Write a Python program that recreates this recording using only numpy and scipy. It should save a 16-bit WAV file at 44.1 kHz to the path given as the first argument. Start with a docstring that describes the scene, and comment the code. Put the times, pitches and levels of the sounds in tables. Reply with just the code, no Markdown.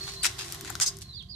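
"""Hands pull the skin off a plucked duck over a large leaf in a yard, close to the microphone.
At first, over a low rumble, hiss and faint hum, a distant chick holds a note and the skin rustles
as tiny fibres break. At 0.23 s it gives way in a wet rip; air pockets squeak and strands snap.
The carcass shifts dully at 0.6 s, and two more short rips follow at 0.8 s and 0.85 s.
From 1 s on the hiss and hum die down, and small birds peep three times further off."""
import sys
import numpy as np
from scipy import signal
from scipy.fft import rfft, irfft
from scipy.io import wavfile

SR = 44100
rng = np.random.default_rng(int(sys.argv[2]) if len(sys.argv) > 2 else 0)


def bounce(signal):
    """Save signal as a 16-bit WAV file at the path given by the first command-line argument."""
    frames = np.transpose(np.atleast_2d(signal))
    limited = np.clip(frames, -1, 1)
    pcm = np.round(limited * 32767).astype(np.int16)
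    wavfile.write(sys.argv[1], SR, pcm)


N = 59535


def amp(db):
    """Amplitude ratio of a level in decibels."""
    return 10 ** (np.asarray(db) / 20)

def unit(x):
    """Normalisation to rms 1."""
    return x / np.sqrt(np.mean(x ** 2) + 1e-20)

def read(points, hz):
    """Interpolation on a logarithmic frequency axis."""
    f, value = np.transpose(points)
    return np.interp(np.log(hz + 1), np.log(f + 1), value)

def add(mix, start, sound):
    """Superposition of a stereo sound from a start time in seconds."""
    part = mix[:, max(round(start * SR), 0):][:, :sound.shape[1]]
    part += sound[:, :part.shape[1]]

def pan(db):
    """Gains for a level difference, left minus right."""
    return amp([[db / 2], [-db / 2]])

def colour(x, points, tilt_db=0):
    """Minimum-phase filter of unit energy, its spectrum tilted by tilt_db per octave about 3 kHz."""
    hz = np.maximum(abs(np.fft.fftfreq(2048, 1 / SR)), 1)
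    gain_db = np.maximum(read(points, hz) + tilt_db * np.log2(hz / 3000), -90)
    log_response = np.conj(signal.hilbert(np.log(amp(gain_db))))
    taps = np.fft.ifft(np.exp(log_response)).real[:1024]
    return signal.fftconvolve(x, taps[None] / np.linalg.norm(taps), axes=1)

def noise_pair(count, correlation):
    """Partial coherence: the channels share one noise and each adds its own."""
    common, left, right = rng.standard_normal((3, count))
    return np.sqrt(correlation) * common + np.sqrt(1 - correlation) * np.array([left, right])

def steady_noise(points, correlation):
    """Stationary stereo noise of rms 1 with the given spectral shape."""
    gain = amp(read(points, np.fft.rfftfreq(N, 1 / SR)))
    return unit(irfft(rfft(noise_pair(N, correlation)) * gain, N))

def drift(rate_hz):
    """Random modulation: low-pass noise of rms 1."""
    loss = 1 + (np.fft.rfftfreq(N, 1 / SR) / rate_hz) ** 4
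    return unit(irfft(rfft(rng.standard_normal(N)) / loss, N))


# Rumble spectrum: f/Hz, relative density level/dB
RUMBLE_SPECTRUM = [(20, -26.5), (35, -21.5), (52, -2), (125, 1), (160, -4.5), (200, -12), (280, -25.5),
                   (400, -25), (700, -71.5)]
def rumble():
    """Low-frequency noise, almost coherent between the channels."""
    return amp(-48) * steady_noise(RUMBLE_SPECTRUM, correlation=0.9733)

# Hiss spectrum: f/Hz, relative density level/dB
HISS_SPECTRUM = [(100, -14), (250, -2), (400, -0.5), (520, -8), (720, 0.5), (900, -9), (1080, 4),
                 (1250, -4), (2000, -0.5), (2400, -8.5), (3500, 0.5), (6000, -3), (14000, -14.5)]
# Hiss envelope: t/s, level/dB
HISS_ENVELOPE = [(0, -45), (.19, -49.5), (.3, -45.5), (.88, -47.5), (1.0, -56), (1.2, -64.5), (1.35, -70)]
def hiss():
    """Largely incoherent outdoor noise that lulls before the first rip and dies down at the end."""
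    level_db = np.interp(np.arange(N) / SR, *np.transpose(HISS_ENVELOPE))
    return amp(level_db) * steady_noise(HISS_SPECTRUM, correlation=0.2)

# Partials of the hum: f/Hz, initial level/dB, final level/dB
HUM_PARTIALS = [(346.03, -58.5, -72.5), (391.63, -56.5, -75.5), (698.1, -66.5, -75.5), (1064.1, -64.5, -72)]
def hum(fade_end_s=1.0464, fade_s=0.0637):
    """Partials under random amplitude and phase modulation, dropping in level near the end."""
    t = np.arange(N) / SR
    early = np.clip((fade_end_s - t) / fade_s, 0, 1)
    out = np.zeros(N)
    for hz, initial_db, final_db in HUM_PARTIALS:
        level_db = final_db + (initial_db - final_db) * early
        waver = 1 + 0.535 * drift(rate_hz=7.72)
        wander_rad = hz / 280 * drift(rate_hz=6.18)
        out += amp(level_db) * waver * np.sin(2 * np.pi * hz * t + wander_rad)
    return out


def whistle(hz, waver=0):
    """A bird's pure tone under random frequency and amplitude modulation; waver deepens the former."""
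    hz = hz * (1 + (.014 + waver) * drift(rate_hz=600)[:len(hz)])
    flutter = 1 + .3 * drift(rate_hz=110)[:len(hz)]
    return flutter * np.sin(2 * np.pi * np.cumsum(hz) / SR)

# Contour of the held note: t/s, f/Hz, level/dB
NOTE_CONTOUR = [(0, 4280, -36.5), (.125, 4285, -44), (.18, 4153, -41), (.208, 4268, -40), (.232, 4910, -37)]
def chick_note():
    """A sustained whistle whose frequency sags, then rises."""
    times, hz, db = np.transpose(NOTE_CONTOUR)
    t = np.arange(0, times[-1], 1 / SR)
    out = np.zeros((2, N))
    add(out, 0, pan(db=-3) * amp(np.interp(t, times, db)) * whistle(np.interp(t, times, hz)))
    return out


def fibres(rise, hold, fade, per_s=2200, spread_db=5.5):
    """Shot noise: fibres break at random, each impulse placed by time and level differences."""
    t = np.arange(0, rise + hold + 2 * fade, 1 / SR)
    chance, size, side, lag, sign = rng.random((5, N))[:, :len(t)]
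    at = np.flatnonzero(chance < per_s / SR)
    size_db = spread_db * np.minimum(-np.log(1 - size[at]), 3.5)  # capped exponential distribution
    height = amp(size_db) * np.sign(sign[at] - .5)
    lag_samples = np.round((2 * lag[at] - 1) * .00005 * SR).astype(int)
    side_db = 4 * (2 * side[at] - 1)
    impulses = np.zeros((2, len(t)))
    for channel, way in enumerate((1, -1)):
        arrival = np.clip(at + way * lag_samples, 0, len(t) - 1)
        impulses[channel, arrival] = height * amp(way * side_db)
    envelope = np.minimum(t / rise, 1) * amp(-20 * np.maximum(t - rise - hold, 0) / fade)
    return unit(impulses) * envelope

def ringing(x, decay_s=0.00128, ring_db=-2):
    """Damped free vibration: each break is followed by a brief, exponentially decaying ring."""
    t = np.arange(256) / SR
    ring = rng.standard_normal((2, len(t))) * np.exp(-t / decay_s)
    ring *= amp(ring_db) / np.linalg.norm(ring, axis=1, keepdims=True)
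    ring[:, 0] += 1  # the break itself
    return signal.fftconvolve(x, ring / np.linalg.norm(ring, axis=1, keepdims=True), axes=1)

# Rustles: onset t/s, rise/s, hold/s, 20 dB fall/s, level/dB, tilt/(dB per octave)
RUSTLE_BURSTS = [(0, .04, .11, .02, -46, .5), (.067, .004, .022, .04, -41, -2.5),
                 (.266, .003, .018, .035, -35, -1), (.381, .002, .028, .06, -36, -.7),
                 (.43, .02, .04, .04, -44, .5), (.497, .005, .055, .025, -43, .5),
                 (.646, .002, .068, .04, -43, -1.5), (.802, .002, .03, .05, -38, -2),
                 (1.008, .003, .015, .02, -42.5, 4)]
# Rustle spectrum: f/Hz, relative density level/dB
RUSTLE_SPECTRUM = [(250, -20), (550, -20.5), (800, -7), (1500, -4.5), (2500, -2.5), (4500, 0), (7000, -2),
                   (10000, -7.5), (14000, -20)]
def rustles():
    """Sparse shot noise as the skin stretches and the fingers slide."""
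    out = np.zeros((2, N))
    for start, rise, hold, fade, db, tilt_db in RUSTLE_BURSTS:
        breaks = ringing(fibres(rise, hold, fade))
        add(out, start, amp(db) * colour(breaks, RUSTLE_SPECTRUM, tilt_db))
    return out

# Bursts of tearing: onset t/s, rise/s, hold/s, 20 dB fall/s, level/dB, left minus right/dB
RIP_BURSTS = [(.2303, .0008, .006, .005, -24.5, 7), (.236, .009, .021, .009, -21.6, 1),
              (.808, .005, .02, .021, -20.8, 1.5), (.853, .012, .02, .019, -27, 3)]
# One spectrum per burst: f/Hz, relative density level/dB
RIP_SPECTRA = [
    [(500, -46), (2500, -12.5), (3900, -5), (6300, -11), (8600, -2.5), (10700, -12), (14000, -28.5)],
    [(300, -28), (800, -12), (1400, -3.5), (3500, 3), (6500, -1), (8500, 2.5), (14000, -25.5)],
    [(600, -36), (1200, -21), (2100, -5.5), (2800, -12.5), (5100, 1), (7300, 0.5), (9000, -7),
     (14000, -22.5)],
    [(600, -37.5), (2700, -24.5), (5200, -3.5), (6800, -6), (8800, -12.5), (14000, -29.5)],
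]
def rips():
    """Fracture of many fibres gives dense shot noise; the first two bursts merge into one rip."""
    out = np.zeros((2, N))
    for (start, rise, hold, fade, db, side_db), spectrum in zip(RIP_BURSTS, RIP_SPECTRA):
        breaks = ringing(fibres(rise, hold, fade, per_s=9000, spread_db=2))
        add(out, start, amp(db) * pan(side_db) * colour(breaks, spectrum))
    return out

# Wet squeaks and pops: onset t/s, duration/s, initial f/Hz, final f/Hz, level/dB
SQUEAK_GLIDES = [(0.236, 0.016, 1600, 1148, -33), (.702, 0.006, 860, 800, -37),
                 (0.864, 0.018, 6600, 4872, -25.5)]
def squeaks():
    """Downward chirps as pockets of air close in the wet skin."""
    out = np.zeros((2, N))
    for start, length, first_hz, last_hz, db in SQUEAK_GLIDES:
        progress = np.arange(0, 1, 1 / (length * SR))
        hz = first_hz + (last_hz - first_hz) * progress ** 1.8  # holds, then slides ever faster
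        tone = np.sin(2 * np.pi * np.cumsum(hz) / SR)
        add(out, start, pan(db=-3) * amp(db) * np.sqrt(np.sin(np.pi * progress)) * tone)
    return out

# Parting strands: t/s, tick level/dB, centre f/Hz, half-width/octaves, decay/s, thud level/dB
STRAND_SNAPS = [(.2455, -16.5, 3700, .6, .0022, -42), (.2548, -14.5, 4000, .9, .0015, -16),
                (.2653, -16.5, 5500, 1.1, .001, -40), (.5234, -17.5, 8500, 1.1, .0006, -50),
                (.546, -27, 6500, 1.5, .0009, -42), (.6103, -24, 9000, 2.2, .0007, -40),
                (.648, -31, 3260, 1, .0007, -35), (.7018, -22, 9000, .4, .0008, -27),
                (.7536, -18.5, 4900, .6, .0005, -25), (.8002, -14, 4400, .9, .0007, -25),
                (.8625, -18, 6400, .3, .0012, -60), (.969, -33, 6500, .5, .0007, -65),
                (.9875, -34, 7600, .7, .0007, -56), (1.226, -44, 4750, .7, .0007, -58)]
def snaps(thud_hz=1411, thud_rise_s=0.00037, thud_decay_s=0.001756, tick_rise_s=0.00015):
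    """Impulse excitation: a strand parts with a bright tick and the flesh answers with a damped thud."""
    out = np.zeros((2, N))
    t = np.arange(1024) / SR
    hz = np.geomspace(200, 16000, 30)
    thud = np.sin(2 * np.pi * thud_hz * t) * np.minimum(t / thud_rise_s, 1) * np.exp(-t / thud_decay_s)
    for start, tick_db, tick_hz, width_oct, decay_s, thud_db in STRAND_SNAPS:
        envelope = np.minimum(t / tick_rise_s, 1) * np.exp(-t / decay_s)
        band_db = -10 * np.log10(1 + (np.log2(hz / tick_hz) / width_oct) ** 4)
        burst = noise_pair(len(t), correlation=0.705) * envelope
        tick = colour(burst, np.transpose([hz, band_db]))[:, :len(t)]
        tick = unit(tick) * np.sqrt(np.mean(envelope ** 2))
        add(out, start, pan(db=6.5) * (amp(tick_db) * tick + amp(thud_db) * thud))
    return out

# Movement of the carcass: onset t/s, rise/s, hold/s, 20 dB fall/s, level/dB
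CARCASS_BURST = (0.6149, 0.0072, 0.0246, 0.3268, -50.5)
# Its spectrum: f/Hz, relative density level/dB
CARCASS_SPECTRUM = [(100, -16), (240, 8), (400, 7), (600, -31)]
def carcass_shift():
    """Shot noise confined to low frequencies: the dull sound of the carcass shifting."""
    out = np.zeros((2, N))
    start, rise, hold, fade, db = CARCASS_BURST
    add(out, start, amp(db) * colour(fibres(rise, hold, fade), CARCASS_SPECTRUM + [(2000, -69)]))
    return out

# Peeps: onset t/s, duration/s, initial f/Hz, peak f/Hz, final f/Hz, level/dB, left minus right/dB
PEEP_GLIDES = [(1.032, 0.149, 4200, 4244, 3250, -47, -2.5), (1.126, 0.0953, 4150, 4730, 2950, -41.5, -10),
               (1.287, 0.085, 4400, 4843, 3300, -42.5, -12)]
def peeps(peak_at=.3):
    """Frequency glides: each bird's whistle arches up, then slides down."""
    out = np.zeros((2, N))
    for start, length, first_hz, top_hz, last_hz, db, side_db in PEEP_GLIDES:
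        progress = np.arange(0, 1, 1 / (length * SR))
        before_peak = np.maximum(1 - progress / peak_at, 0)
        after_peak = np.maximum((progress - peak_at) / (1 - peak_at), 0)
        hz = top_hz + (first_hz - top_hz) * before_peak ** 2 + (last_hz - top_hz) * after_peak ** 1.25
        tone = whistle(hz, waver=0.008 * np.ptp(hz) / top_hz)  # wider glides are rougher
        add(out, start, pan(side_db) * amp(db) * np.sqrt(np.sin(np.pi * progress)) * tone)
    return out


def near_echoes(x, count=12, span_s=0.013):
    """Early reflections: delayed copies of the sound off the floor and the body."""
    taps = np.zeros((2, SR // 10))
    for channel in taps:
        delay_s = np.maximum(rng.random(count) * span_s, .001)
        height = rng.standard_normal(count)
        channel[(delay_s * SR).astype(int)] = height / np.linalg.norm(height)
    return signal.fftconvolve(x, taps, axes=1)[:, :N]

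# Reverberation time of the yard: f/Hz, T60/s
REVERB_TIMES = [(200, 0.58), (1000, 0.284), (4000, 0.26), (14000, 0.097)]
def yard(x, build_up_s=0.00595):
    """Diffuse reverberation from the floor and walls, decaying fastest in the treble."""
    hz, t, spectra = signal.stft(rng.standard_normal((2, SR // 2)), SR, nperseg=256)
    decay = amp(-60 * t / read(REVERB_TIMES, hz)[:, None])
    tail = signal.istft(spectra * decay, SR, nperseg=256)[1]
    tail *= np.minimum(np.arange(tail.shape[1]) / SR / build_up_s, 1)
    return signal.fftconvolve(x, tail / np.linalg.norm(tail[0]), axes=1)[:, :N]

def scene():
    """Superposition of all sources; the distant birds have the lower direct-to-reverberant ratio."""
    duck = rips() + rustles() + carcass_shift() + snaps() + squeaks()
    birds = chick_note() + peeps()
    birds[0] = np.pad(birds[0], (round(.0008 * SR), 0))[:N]  # their sound reaches the right side first
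    close = duck + amp(-8) * near_echoes(duck) + amp(-15.5) * yard(duck)
    distant = birds + amp(-6.5) * yard(birds)
    return close + distant + pan(db=-1.5) * (hum() + hiss() + rumble())

def record(dry, cutoff_hz=14600):
    """Band limiting: the recorder acts as a linear-phase low-pass filter."""
    taps = signal.firwin(255, cutoff_hz, window=("kaiser", 8), fs=SR)
    return signal.oaconvolve(dry, taps[None], "same")


dry = scene()
out = record(dry)
bounce(out)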